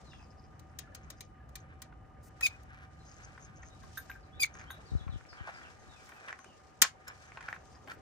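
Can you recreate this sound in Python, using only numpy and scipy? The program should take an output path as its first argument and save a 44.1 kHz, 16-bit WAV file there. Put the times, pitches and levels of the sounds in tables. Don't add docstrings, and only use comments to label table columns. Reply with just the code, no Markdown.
import sys
import numpy as np
from scipy import signal
from scipy.io import wavfile
from scipy.ndimage import uniform_filter1d

SR = 44100
rng = np.random.default_rng(int(sys.argv[2]) if len(sys.argv) > 2 else 0)


def store_wav(level_fs):
    pcm = np.round(np.clip(np.atleast_2d(level_fs), -1, 1) * 32767)
    wavfile.write(sys.argv[1], SR, pcm.T.astype(np.int16))


N = 353235

# [f/Hz, level/dB, time to die by 60 dB/s]
GUN_MODES = [(696, 11, 0.044), (820, 2.5, 0.076), (1085, 20.5, 0.04), (1365, 9, 0.034), (1505, 16.5, 0.011),
             (1760, -2, 0.034), (1816, 13, 0.017), (1973, -0.5, 0.017), (2330, 7, 0.067), (3760, 2, 0.033),
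             (4050, 6.5, 0.012), (4500, -4.5, 0.03), (5170, -3, 0.03), (6400, 8, 0.024), (6710, 4, 0.034),
             (8860, 0.5, 0.011), (9430, -2, 0.01), (14900, 4, 0.015)]
# [t/s, level/dB]
SCUFF_LEVEL = [(0.0, -76), (0.45, -83), (1.0, -63.5), (1.3, -82), (1.72, -65), (2.2, -103), (2.43, -58),
               (2.81, -76.5), (3.23, -59), (3.95, -73.5), (4.39, -66), (4.57, -61.5), (5.25, -63.5),
               (5.47, -53), (5.78, -68), (6.27, -55.5), (6.5, -79), (7.12, -64), (7.4, -56.5), (8.01, -103)]
# [f/Hz, width/Hz, level/dB]
SCUFF_MODES = [(556, 630, -6.5), (1055, 1017, 0), (1550, 326, 6), (2280, 433, -5.5), (3425, 2300, -19)]
# [t/s, length/s, level/dB]
SCRAPES = [(2.671, 0.21, -63.5), (4.55, 0.11, -61.5), (5.459, 0.053, -54.5), (5.487, 0.29, -67),
           (6.272, 0.045, -54.5), (7.064, 0.056, -54), (7.42, 0.16, -59), (7.878, 0.049, -47)]
# [f/Hz, width/Hz, level/dB]
RATTLE_MODES = [(1580, 200, 0)]
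RATTLE_DB = 0.5
# [t/s, level/dB]
HISS_LEVEL = [(0, -76), (0.5, -85), (2.3, -89.5), (2.45, -70.5), (2.8, -82.5), (3.2, -70.5), (3.6, -78.5),
              (3.95, -68), (4.4, -76.5), (6.3, -71.5), (6.5, -75.5), (7.5, -73.5), (8.01, -74.5)]
# [t/s, deep far rumble/dB, wind on the ports/dB, yard air/dB]
BACKGROUND_LEVELS = [(0, -52.5, -68, -62), (1.2, -53, -72.5, -64), (4.4, -55, -62, -63),
                     (4.9, -56, -67, -60), (5.3, -69, -58.5, -64), (5.8, -64, -61.5, -61.5),
                     (6.4, -70.5, -70.5, -62.5), (7.3, -60, -69.5, -63), (8.01, -57.5, -67, -59)]
# [f/Hz, level/dB per Hz]
RUMBLE_SPECTRUM = [(20, -13.5), (49, -2), (70, 6.5), (153, -4.5), (190, -13), (348, -16), (420, -27.5),
                   (500, -30)]
UPPER_RUMBLE_DB, UPPER_FOLLOWS = -54.5, 0.81
# [f/Hz, level/dB per Hz]
AIR_SPECTRUM = [(120, -46), (200, 0), (640, 3.5), (756, 10), (876, -13), (1220, -1), (1320, 1), (2700, -20),
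                (6320, -75.5), (9140, -33), (11400, -63), (13500, -34), (16500, -61)]
# [f/Hz, likeness 0-1]
LIKENESS = [(50, 0.89), (250, 0.92), (600, 0.19), (2500, 0.72), (9000, 0.073), (12000, 0.84)]
# [f/Hz, middle level/dB]
HUM_LINES = [(761, -68), (1217, -70), (2980, -88)]
# [t/s, length/s, first f/Hz, last f/Hz, level/dB]
BIRD_NOTES = [(0.037, 0.14, 4510, 3010, -67.5), (0.112, 0.028, 3030, 2400, -63.5),
              (0.188, 0.02, 2750, 2460, -63.5), (2.981, 0.058, 4220, 3900, -72),
              (3.694, 0.048, 3750, 3830, -68), (4.205, 0.015, 5120, 5110, -76),
              (4.227, 0.019, 5170, 3600, -71), (4.315, 0.085, 3200, 4130, -67),
              (4.652, 0.092, 2910, 3800, -63), (4.709, 0.035, 3814, 3910, -63),
              (4.855, 0.02, 4640, 4780, -64), (4.868, 0.051, 4720, 3460, -65.5),
              (4.971, 0.046, 4300, 3180, -62.5), (5.093, 0.07, 4510, 2680, -63.5),
              (5.285, 0.015, 5290, 5300, -62), (5.292, 0.026, 5350, 4250, -60),
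              (5.368, 0.045, 3500, 2720, -64), (5.536, 0.018, 5260, 5100, -66.5),
              (5.542, 0.025, 5300, 4250, -61), (5.624, 0.05, 3600, 2230, -62),
              (5.79, 0.026, 6300, 6400, -68), (5.871, 0.09, 4020, 3360, -67),
              (5.95, 0.059, 2700, 2230, -65), (6.112, 0.15, 2740, 2300, -69),
              (6.395, 0.029, 6140, 6300, -66), (6.449, 0.038, 2810, 3170, -68),
              (6.488, 0.047, 3000, 2500, -69)]
# [t/s, length/s, level/dB, share of the lower resonance 0-1]
CREAKS = [(0.07, 0.21, -71.5, 0.7), (0.302, 0.031, -70.5, 0.7), (0.362, 0.12, -74.5, 0.8),
          (0.687, 0.036, -74.5, 0.8), (1.03, 0.022, -70, 0.57), (1.155, 0.12, -72.5, 0.46),
          (1.568, 0.053, -74, 0), (3.035, 0.18, -65, 0.42), (3.226, 0.033, -61, 0.2),
          (3.396, 0.077, -64, 0.18), (3.552, 0.049, -68, 0.23), (3.612, 0.085, -64.5, 0.2),
          (4.526, 0.12, -64, 0.28), (7.231, 0.078, -72, 0.1), (7.44, 0.47, -80, 0), (7.694, 0.083, -75, 1)]
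# [f/Hz, width/Hz, level/dB]
CREAK_LOW_MODES = [(5030, 430, 0)]
# [f/Hz, width/Hz, level/dB]
CREAK_HIGH_MODES = [(6410, 490, 0)]
# [t/s, peak level/dB, frame f/Hz, brightness/dB]
KNOCKS = [(0.133, -45, 1450, -26), (1.925, -49, 1560, -50), (2.409, -28, 2450, -1.5),
          (3.377, -40, 1610, -45), (3.631, -43.5, 2020, -25), (3.836, -48.5, 1100, -29),
          (3.976, -36.5, 1600, 0.5), (4.097, -38, 1190, -15), (4.551, -42, 1330, -14),
          (4.594, -43.5, 2370, -19), (4.703, -36, 1510, -29), (5.079, -42.5, 1220, -35),
          (5.615, -47, 1680, -23), (6.091, -41, 1270, -5.5), (6.12, -44.5, 1800, -27),
          (6.283, -36.5, 1890, -15), (6.308, -49, 1560, -12), (6.33, -45, 1100, -25),
          (6.389, -42, 1310, -10.5), (6.443, -43, 1480, -10.5), (6.8182, -3, 1900, 8),
          (6.8215, -7, 1900, 3), (6.832, -20.5, 1450, -3), (6.851, -30, 1450, -29), (7.079, -32, 1540, 2.5),
          (7.372, -35, 1470, -46), (7.407, -37, 1630, -14), (7.426, -42.5, 1830, -14),
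          (7.483, -30.5, 1800, -45), (7.528, -34.5, 1720, -52), (7.536, -39, 1660, -37),
          (7.544, -45, 1830, -14), (7.562, -39.5, 1450, -31), (7.874, -40.5, 805, -17),
          (7.915, -35.5, 1546, -17)]
# [t/s, peak level/dB]
TICKS = [(0.594, -47.5), (0.788, -28), (0.948, -34), (1.102, -28.5), (1.207, -29.5), (1.49, -54),
         (1.555, -28.5), (1.819, -31), (2.631, -52.5)]
TICK_FRAME_HZ, TICK_BRIGHT_DB = 2640, 10.5
STEEL_HZ, STEEL_DB_PER_OCTAVE = 6240, 30.5
THUMP_HZ, THUMP_DB = 223, -27
# [t/s, f/Hz, level/dB, time to die by 60 dB/s]
RINGS = [(0.831, 1720, -55.5, 0.13), (0.872, 1390, -55.5, 0.11), (0.92, 1710, -56, .08),
         (1.4, 1690, -58, 0.17), (6.819, 7300, -9.5, .022), (6.85, 2150, -52, 0.27),
         (7.079, 5370, -38.5, 0.03), (7.079, 7106, -41, 0.033)]
# [t/s, length/s, level/dB]
BRUSHES = [(2.223, 0.075, -67), (6.017, 0.18, -76), (7.47, 0.1, -78), (7.862, 0.1, -71.5)]
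# [t/s, slip rate f/Hz, first partial/dB, second partial/dB, rasp/dB]
SQUEAKS = [
    [(2.424, 2547, -47, -68, -48), (2.433, 2522, -25, -50, -44), (2.45, 2506, -30, -45, -45),
     (2.462, 2465, -23.5, -43, -41.5), (2.468, 2267, -34, -43, -30), (2.474, 2230, -43, -59, -39),
     (2.495, 2460, -59, -85, -71), (2.56, 2490, -59, -90, -102)],
    [(4.397, 2490, -41, -63, -58), (4.404, 2455, -35, -45.5, -49), (4.415, 2383, -45, -38.5, -45),
     (4.424, 2376, -28, -32.5, -54), (4.431, 2320, -33.5, -40.5, -30), (4.437, 2260, -23, -36, -31.5),
     (4.443, 2307, -32.5, -50, -37), (4.447, 2330, -25.5, -60, -48), (4.453, 2040, -56, -53, -49),
     (4.468, 2100, -51, -68, -53)],
]
SQUEAK_UPPER_DB = [-10, -4.5, 0.5, -12]
SQUEAK_LEAD_RAD = [2.3, 1.4, -1.7, -1., 2.5, .1]
IN_STEP_HZ = 2300, 2330
# [t/s, level/dB]
STUTTERS = [(2.457, -39), (4.43, -32.5)]
STUTTER_S = .004
# [t/s, level/dB, extra level of modes above 3 kHz/dB]
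PINGS = [(3.83, -52, -11), (3.972, -35.5, -9.5), (4.097, -41, -17.5), (4.152, -46, -32), (4.701, -45, -4)]
# [f/Hz, level/dB, time to die by 60 dB/s]
PLATE_MODES = [(1580, 2.5, 0.067), (3710, -3, 0.082), (6500, -12.5, 0.15), (9560, -8, 0.14),
               (13280, -14, 0.1), (13370, 1.5, 0.12), (15860, -19, .1)]
RING_RISE_S = .005
# [t/s, level of the body/dB, f/Hz]
TAPS = [(4.115, -35.5, 2380), (4.613, -39.5, 2070), (5.21, -43.5, 1500), (5.252, -48.5, 2280),
        (5.331, -39.5, 1520), (5.475, -39.5, 760), (5.48, -34, 1150), (5.491, -35.5, 760),
        (6.301, -41, 1920), (6.328, -27, 1860), (6.842, -24, 1690), (6.849, -22, 1600), (7.32, -39.5, 2220),
        (7.487, -25, 1706), (7.528, -25.5, 1830)]
TAP_CYCLES, TAP_EDGE_DB = 10, -19.5
# [t/s, level/dB]
BUMPS = [(4.918, -23), (4.934, -21.5), (4.951, -14), (5.009, -30.5), (5.036, -37), (5.066, -25.5),
         (5.091, -24), (5.124, -30), (5.14, -27), (5.158, -25.5), (5.408, -29)]
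BUMP_HZ = 75.5
CUTOFF_HZ = 16700


def from_db(db):
    return 10 ** (np.asarray(db) / 20)


def rms_one(x):
    return x / np.sqrt(np.mean(x ** 2) + 1e-20)


def in_time(rows):
    s, *columns = np.transpose(rows)
    return [np.interp(np.arange(N) / SR, s, c) for c in columns]


def at_hz(points, hz):
    table = np.array(points)
    return np.interp(np.log(hz), np.log(table[:, 0]), table[:, 1])


def drift(rate_hz):
    r = np.exp(-80 * np.pi * rate_hz / SR)
    noise = rng.standard_normal(N // 40 + 2002)
    slow = signal.lfilter([1], [1, -2 * r, r * r], noise)[2000:]
    return np.interp(np.arange(N) / 40, np.arange(len(slow)), rms_one(slow))


def band(x, low_hz, high_hz):
    edges = [low_hz, min(high_hz, .45 * SR)]
    return signal.sosfilt(signal.butter(2, edges, "band", fs=SR, output="sos"), x)


def resonance(x, hz, width_hz):
    r = np.exp(-np.pi * width_hz / SR)
    top = np.array([1, 0, -1]) * (1 - r * r) / 2
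    return signal.lfilter(top, [1, -2 * r * np.cos(2 * np.pi * hz / SR), r * r], x)


def add(out, sound, s):
    i = max(round(s * SR), 0)
    out[..., i:i + sound.shape[-1]] += sound[..., :N - i]


def strokes(rows):
    out = np.zeros(N)
    for s, length, gain in rows:
        add(out, gain * signal.windows.tukey(int(length * SR), .4), s)
    return out


def grains(per_s, clumps_db, spread_db, modes):
    chance = per_s * from_db(clumps_db * drift(25)) / SR
    born = rng.random(N) < chance
    size_db = spread_db * np.minimum(rng.exponential(1, N), 4)
    slips = born * rng.choice([-1, 1], N) * from_db(size_db)
    ringing = 0
    for k, (hz, width, db) in enumerate(modes):
        ringing = ringing + (-1) ** k * from_db(db) * resonance(slips, hz, width)
    return rms_one(ringing)


def late_on_right(x):
    return np.array([x, np.roll(x, 9)])


def opposed_ports(x):
    return band(x, 35, 670) * [[1], [-1]] * from_db([[0], [-7]])


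def banded_noise(spectrum, patchy_db):
    lowest, highest = spectrum[0][0], spectrum[-1][0]
    edges = lowest * 2 ** np.arange(0, np.log2(highest / lowest), .5)
    white = rng.standard_normal((2, 2, N))
    out = 0
    for k, (low, high) in enumerate(zip(edges, edges[1:])):
        mid, side = band(white[k % 2], low, high)
        hz = np.sqrt(low * high)
        alike = np.clip(at_hz(LIKENESS, hz), -1, 1)
        gain = from_db(at_hz(spectrum, hz) + patchy_db * drift(28))
        out = out + gain * (np.sqrt(1 + alike) * mid + np.sqrt(1 - alike) * side * [[1], [-1]])
    return rms_one(out)


def echoes(x, wet_db, t60, dull_hz):
    t = np.arange(int(.5 * SR)) / SR
    tail = rng.standard_normal((2, len(t))) * from_db(-60 * t / t60) * (t > .004)
    tail = band(tail, 560, dull_hz)
    tail = tail / np.sqrt(np.sum(tail ** 2, axis=1, keepdims=True))
    return x + from_db(wet_db) * signal.fftconvolve(x, tail, axes=1)[:, :N]


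def scuffs_and_scrapes():
    (scuff_db,) = in_time(SCUFF_LEVEL)
    scrape = strokes([(s, length, from_db(db)) for s, length, db in SCRAPES])
    rub = (from_db(scuff_db) + scrape) * grains(1500, clumps_db=3.5, spread_db=3.5, modes=SCUFF_MODES)
    rattle = scrape * grains(300, clumps_db=4.0, spread_db=3.0, modes=RATTLE_MODES)
    return late_on_right(rub + from_db(RATTLE_DB) * rattle)


def hiss():
    (level_db,) = in_time(HISS_LEVEL)
    noise = rms_one(band(rng.standard_normal((2, N)), 1900, 7830))
    return from_db(level_db + 2.2 * drift(50.6) + 2.6 * drift(1.2)) * noise


def far_rumble(deep_db):
    upper_db = UPPER_RUMBLE_DB + UPPER_FOLLOWS * (deep_db - deep_db.mean())
    noise = banded_noise(RUMBLE_SPECTRUM, patchy_db=1.0)
    deep = from_db(deep_db) * band(noise, 36, 115.0)
    return deep + from_db(upper_db) * band(noise, 86.4, 360)


def yard_air(air_db):
    return from_db(air_db) * banded_noise(AIR_SPECTRUM, patchy_db=3.0)


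def hum():
    t = np.arange(N) / SR
    out = np.zeros((2, N))
    for hz, db in HUM_LINES:
        for side in out:
            level = np.sqrt(2) * from_db(db + 2.0 * drift(29))
            side += level * np.sin(2 * np.pi * hz * t + 1.07 * drift(12.6))
    return out


def wind(wind_db):
    noise = rms_one(band(rng.standard_normal(N), 45, 160))
    return opposed_ports(from_db(wind_db + 4.1 * drift(19.0)) * noise)


def bird():
    out = np.zeros(N)
    for s, length, first_hz, last_hz, level_db in BIRD_NOTES:
        u = np.arange(int(length * SR)) / (length * SR)
        phase = 2 * np.pi * np.cumsum(first_hz * (last_hz / first_hz) ** u) / SR
        add(out, from_db(level_db) * signal.windows.tukey(len(u), .5) * np.sin(phase), s)
    out = out * from_db(2.5 * drift(150))
    out = out + from_db(-5) * np.roll(out, round(0.025 * SR))
    return echoes(np.array([out, np.roll(out, 3)]), wet_db=-6, t60=.22, dull_hz=9000)


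def creaks():
    low = strokes([(s, length, from_db(db) * np.clip(share, 0, 1)) for s, length, db, share in CREAKS])
    high = strokes([(s, length, from_db(db) * np.clip(1 - share, 0, 1)) for s, length, db, share in CREAKS])
    low_slips = band(grains(400, clumps_db=4.0, spread_db=4.0, modes=CREAK_LOW_MODES), 4400, 5800)
    high_slips = band(grains(300, clumps_db=4.0, spread_db=3.0, modes=CREAK_HIGH_MODES), 5500, 7600)
    return late_on_right(band(low * low_slips + high * high_slips, 3200, 12000))


def contacts():
    out, t = np.zeros((2, N)), np.arange(4000) / SR
    rows = [(s, db, TICK_FRAME_HZ, TICK_BRIGHT_DB) for s, db in TICKS] + list(KNOCKS)
    chatter = rng.standard_normal((len(rows), 2, len(t)))
    strength_db = 2 * rng.standard_normal((len(rows), len(GUN_MODES), 2))
    for (s, peak_db, frame_hz, bright_db), grit, luck in zip(rows, chatter, strength_db):
        steel_hz = STEEL_HZ * 2 ** (bright_db / STEEL_DB_PER_OCTAVE)
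        hard = 1 / (1 + from_db(-bright_db - 3.5))
        length = .0025 + 0.0038 * hard
        u = t / length
        blow = u ** 2 * np.exp(-3.0 * u)
        settling = 0.088 * u / (1 + u) * from_db(-60 * t / 0.033)
        stereo_grit = grit[0] + 1.76 * grit[1] * [[1], [-1]]
        push = stereo_grit * np.abs(grit[0]) * (blow + settling)
        frame = .35 * band(band(push, 350, 2600), 350, 2600)
        steel = 2.2 * band(push, 1600, 23000)
        for (hz, level_db, t60), side_db in zip(GUN_MODES, luck):
            ring = resonance(push[0], hz, np.log(1000) / np.pi / t60)
            ring = ring * from_db(level_db + 10.0 + side_db)[:, None]
            if hz < 2700:
                frame += ring * from_db(-20.5 * abs(np.log2(hz / frame_hz)))
            else:
                steel += ring * from_db(-9.0 - 5.8 * abs(np.log2(hz / steel_hz)))
        for _ in range(2):
            steel = band(steel, 1200, 5000 + 20000 * hard)
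        frame = band(band(frame, 160, 3400 + 9000 * hard), 170, 3600 + 12000 * hard)
        hit = frame / np.abs(frame).max() + from_db(bright_db + 5.0) * steel / np.abs(steel).max()
        jolt = band(resonance(np.abs(push[0]), THUMP_HZ, 99.0), 60, 540)
        hit = hit + from_db(THUMP_DB) * jolt / np.abs(jolt).max()
        add(out, hit / np.abs(hit).max() * from_db(peak_db), s - length / 4)
    return out * from_db([[.7], [-.7]])


def rings():
    out, t = np.zeros(N), np.arange(8000) / SR
    for s, hz, peak_db, t60 in RINGS:
        dying = from_db(peak_db - 60 * t / t60) * np.sin(2 * np.pi * hz * t)
        add(out, dying * np.minimum(t / RING_RISE_S, 1), s)
    return out * from_db(3.0 * drift(200))


def brushes():
    level = strokes([(s, length, from_db(db)) for s, length, db in BRUSHES])
    return level * rms_one(band(rng.standard_normal(N), 5400, 15000))


def squeaks():
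    hz, first_db, second_db, rasp_db = in_time(SQUEAKS[0] + SQUEAKS[1])
    on = np.zeros(N)
    for table in SQUEAKS:
        on[round(table[0][0] * SR):round(table[-1][0] * SR)] = 1
    on = uniform_filter1d(on, size=200)
    phase = 2 * np.pi * np.cumsum(hz * (1 + 0.00566 * drift(148))) / SR
    levels_db = [first_db, second_db] + [second_db + db for db in SQUEAK_UPPER_DB]
    leads = [np.interp(hz, IN_STEP_HZ, [0, SQUEAK_LEAD_RAD[0]])] + SQUEAK_LEAD_RAD[1:]
    left = np.array([[1], [0]])
    tone = 0
    for k, (db, lead) in enumerate(zip(levels_db, leads)):
        gain = np.sqrt(2) * from_db(db + (1.0 + 0.75 * k) * drift(180))
        tone = tone + gain * np.sin((k + 1) * phase + lead * left)
    t = np.arange(N) / SR
    stutter = sum(from_db(db) * np.exp(-((t - s) / STUTTER_S) ** 2) for s, db in STUTTERS)
    tone = tone + stutter * (np.sin(3 * phase / 2 - left) + 0.37 * np.sin(7 * phase / 2))
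    slips = rng.standard_normal((2, N)) * from_db(3.5 * drift(290))
    rasp = 0.76 * band(slips, 900, 18000)
    for f, db, _ in GUN_MODES:
        if f > 3000:
            rasp = rasp + from_db(db) * resonance(slips, f, 500)
    return on * (tone + from_db(rasp_db) * rms_one(rasp))


def pings():
    out, t = np.zeros((2, N)), np.arange(8000) / SR
    rise = np.sin(np.pi / 2 * np.minimum(t / RING_RISE_S, 1)) ** 2
    chances = rng.standard_normal((len(PLATE_MODES), len(PINGS), 2, 1))
    for (hz, db, t60), luck in zip(PLATE_MODES, chances):
        mode = np.zeros((2, N))
        for (s, peak_db, upper_db), k in zip(PINGS, luck):
            level_db = peak_db + db + upper_db * (hz > 3000) + 2 * k
            ring = from_db(level_db - 60 * t / t60) * np.sin(2 * np.pi * hz * t + k * hz / 5000)
            add(mode, ring * rise, s)
        out += mode * from_db(5.0 * drift(300))
    return out


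def taps():
    out, t = np.zeros((2, N)), np.arange(1200) / SR
    for (s, peak_db, hz), grit in zip(TAPS, rng.standard_normal((len(TAPS), 2, len(t)))):
        cycles = np.sin(2 * np.pi * hz * t) * from_db(-60 * t * hz / TAP_CYCLES)
        body = band(band(cycles, 440, 3200), 440, 3200)
        edge = band(grit * from_db(-60 * t / 0.006), 3500, 7500)
        click = body / np.abs(body).max() + from_db(TAP_EDGE_DB) * edge / np.abs(edge).max()
        add(out, from_db(peak_db) * click, s)
    return out


def bumps():
    out, t = np.zeros(N), np.arange(3000) / SR
    for s, push_db in BUMPS:
        phase = 2 * np.pi * np.cumsum(BUMP_HZ * (1 + 1.1 * np.exp(-t / 0.0022))) / SR
        add(out, from_db(push_db) * np.sin(phase) * from_db(-60 * t / 0.066), s)
    return opposed_ports(out)


def scene():
    deep_db, wind_db, air_db = in_time(BACKGROUND_LEVELS)
    rubbing = scuffs_and_scrapes() + hiss() + creaks() + brushes()
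    gun = echoes(rubbing + contacts() + rings() + pings() + taps(), wet_db=-13.5, t60=0.14, dull_hz=5670)
    gun = gun + echoes(squeaks(), wet_db=-22.0, t60=0.12, dull_hz=6000)
    yard = far_rumble(deep_db) + yard_air(air_db) + hum() + bird()
    return gun + yard + wind(wind_db) + bumps()


def record(dry):
    left = dry[0] + 1.14 * resonance(dry[0], 5630, 2000)
    right = dry[1] + 0.12 * resonance(dry[1], 7300, 1300)
    low_cut = signal.butter(2, 30, "high", fs=SR, output="sos")
    both = signal.sosfilt(low_cut, np.array([left, right]))
    thinning = signal.butter(4, [10500, 12000], "bandstop", fs=SR, output="sos")
    both = 0.14 * both + 0.9 * signal.sosfilt(thinning, both)
    return signal.sosfilt(signal.cheby2(12, 70, CUTOFF_HZ, fs=SR, output="sos"), both)


dry = scene()
out = record(dry)
store_wav(out)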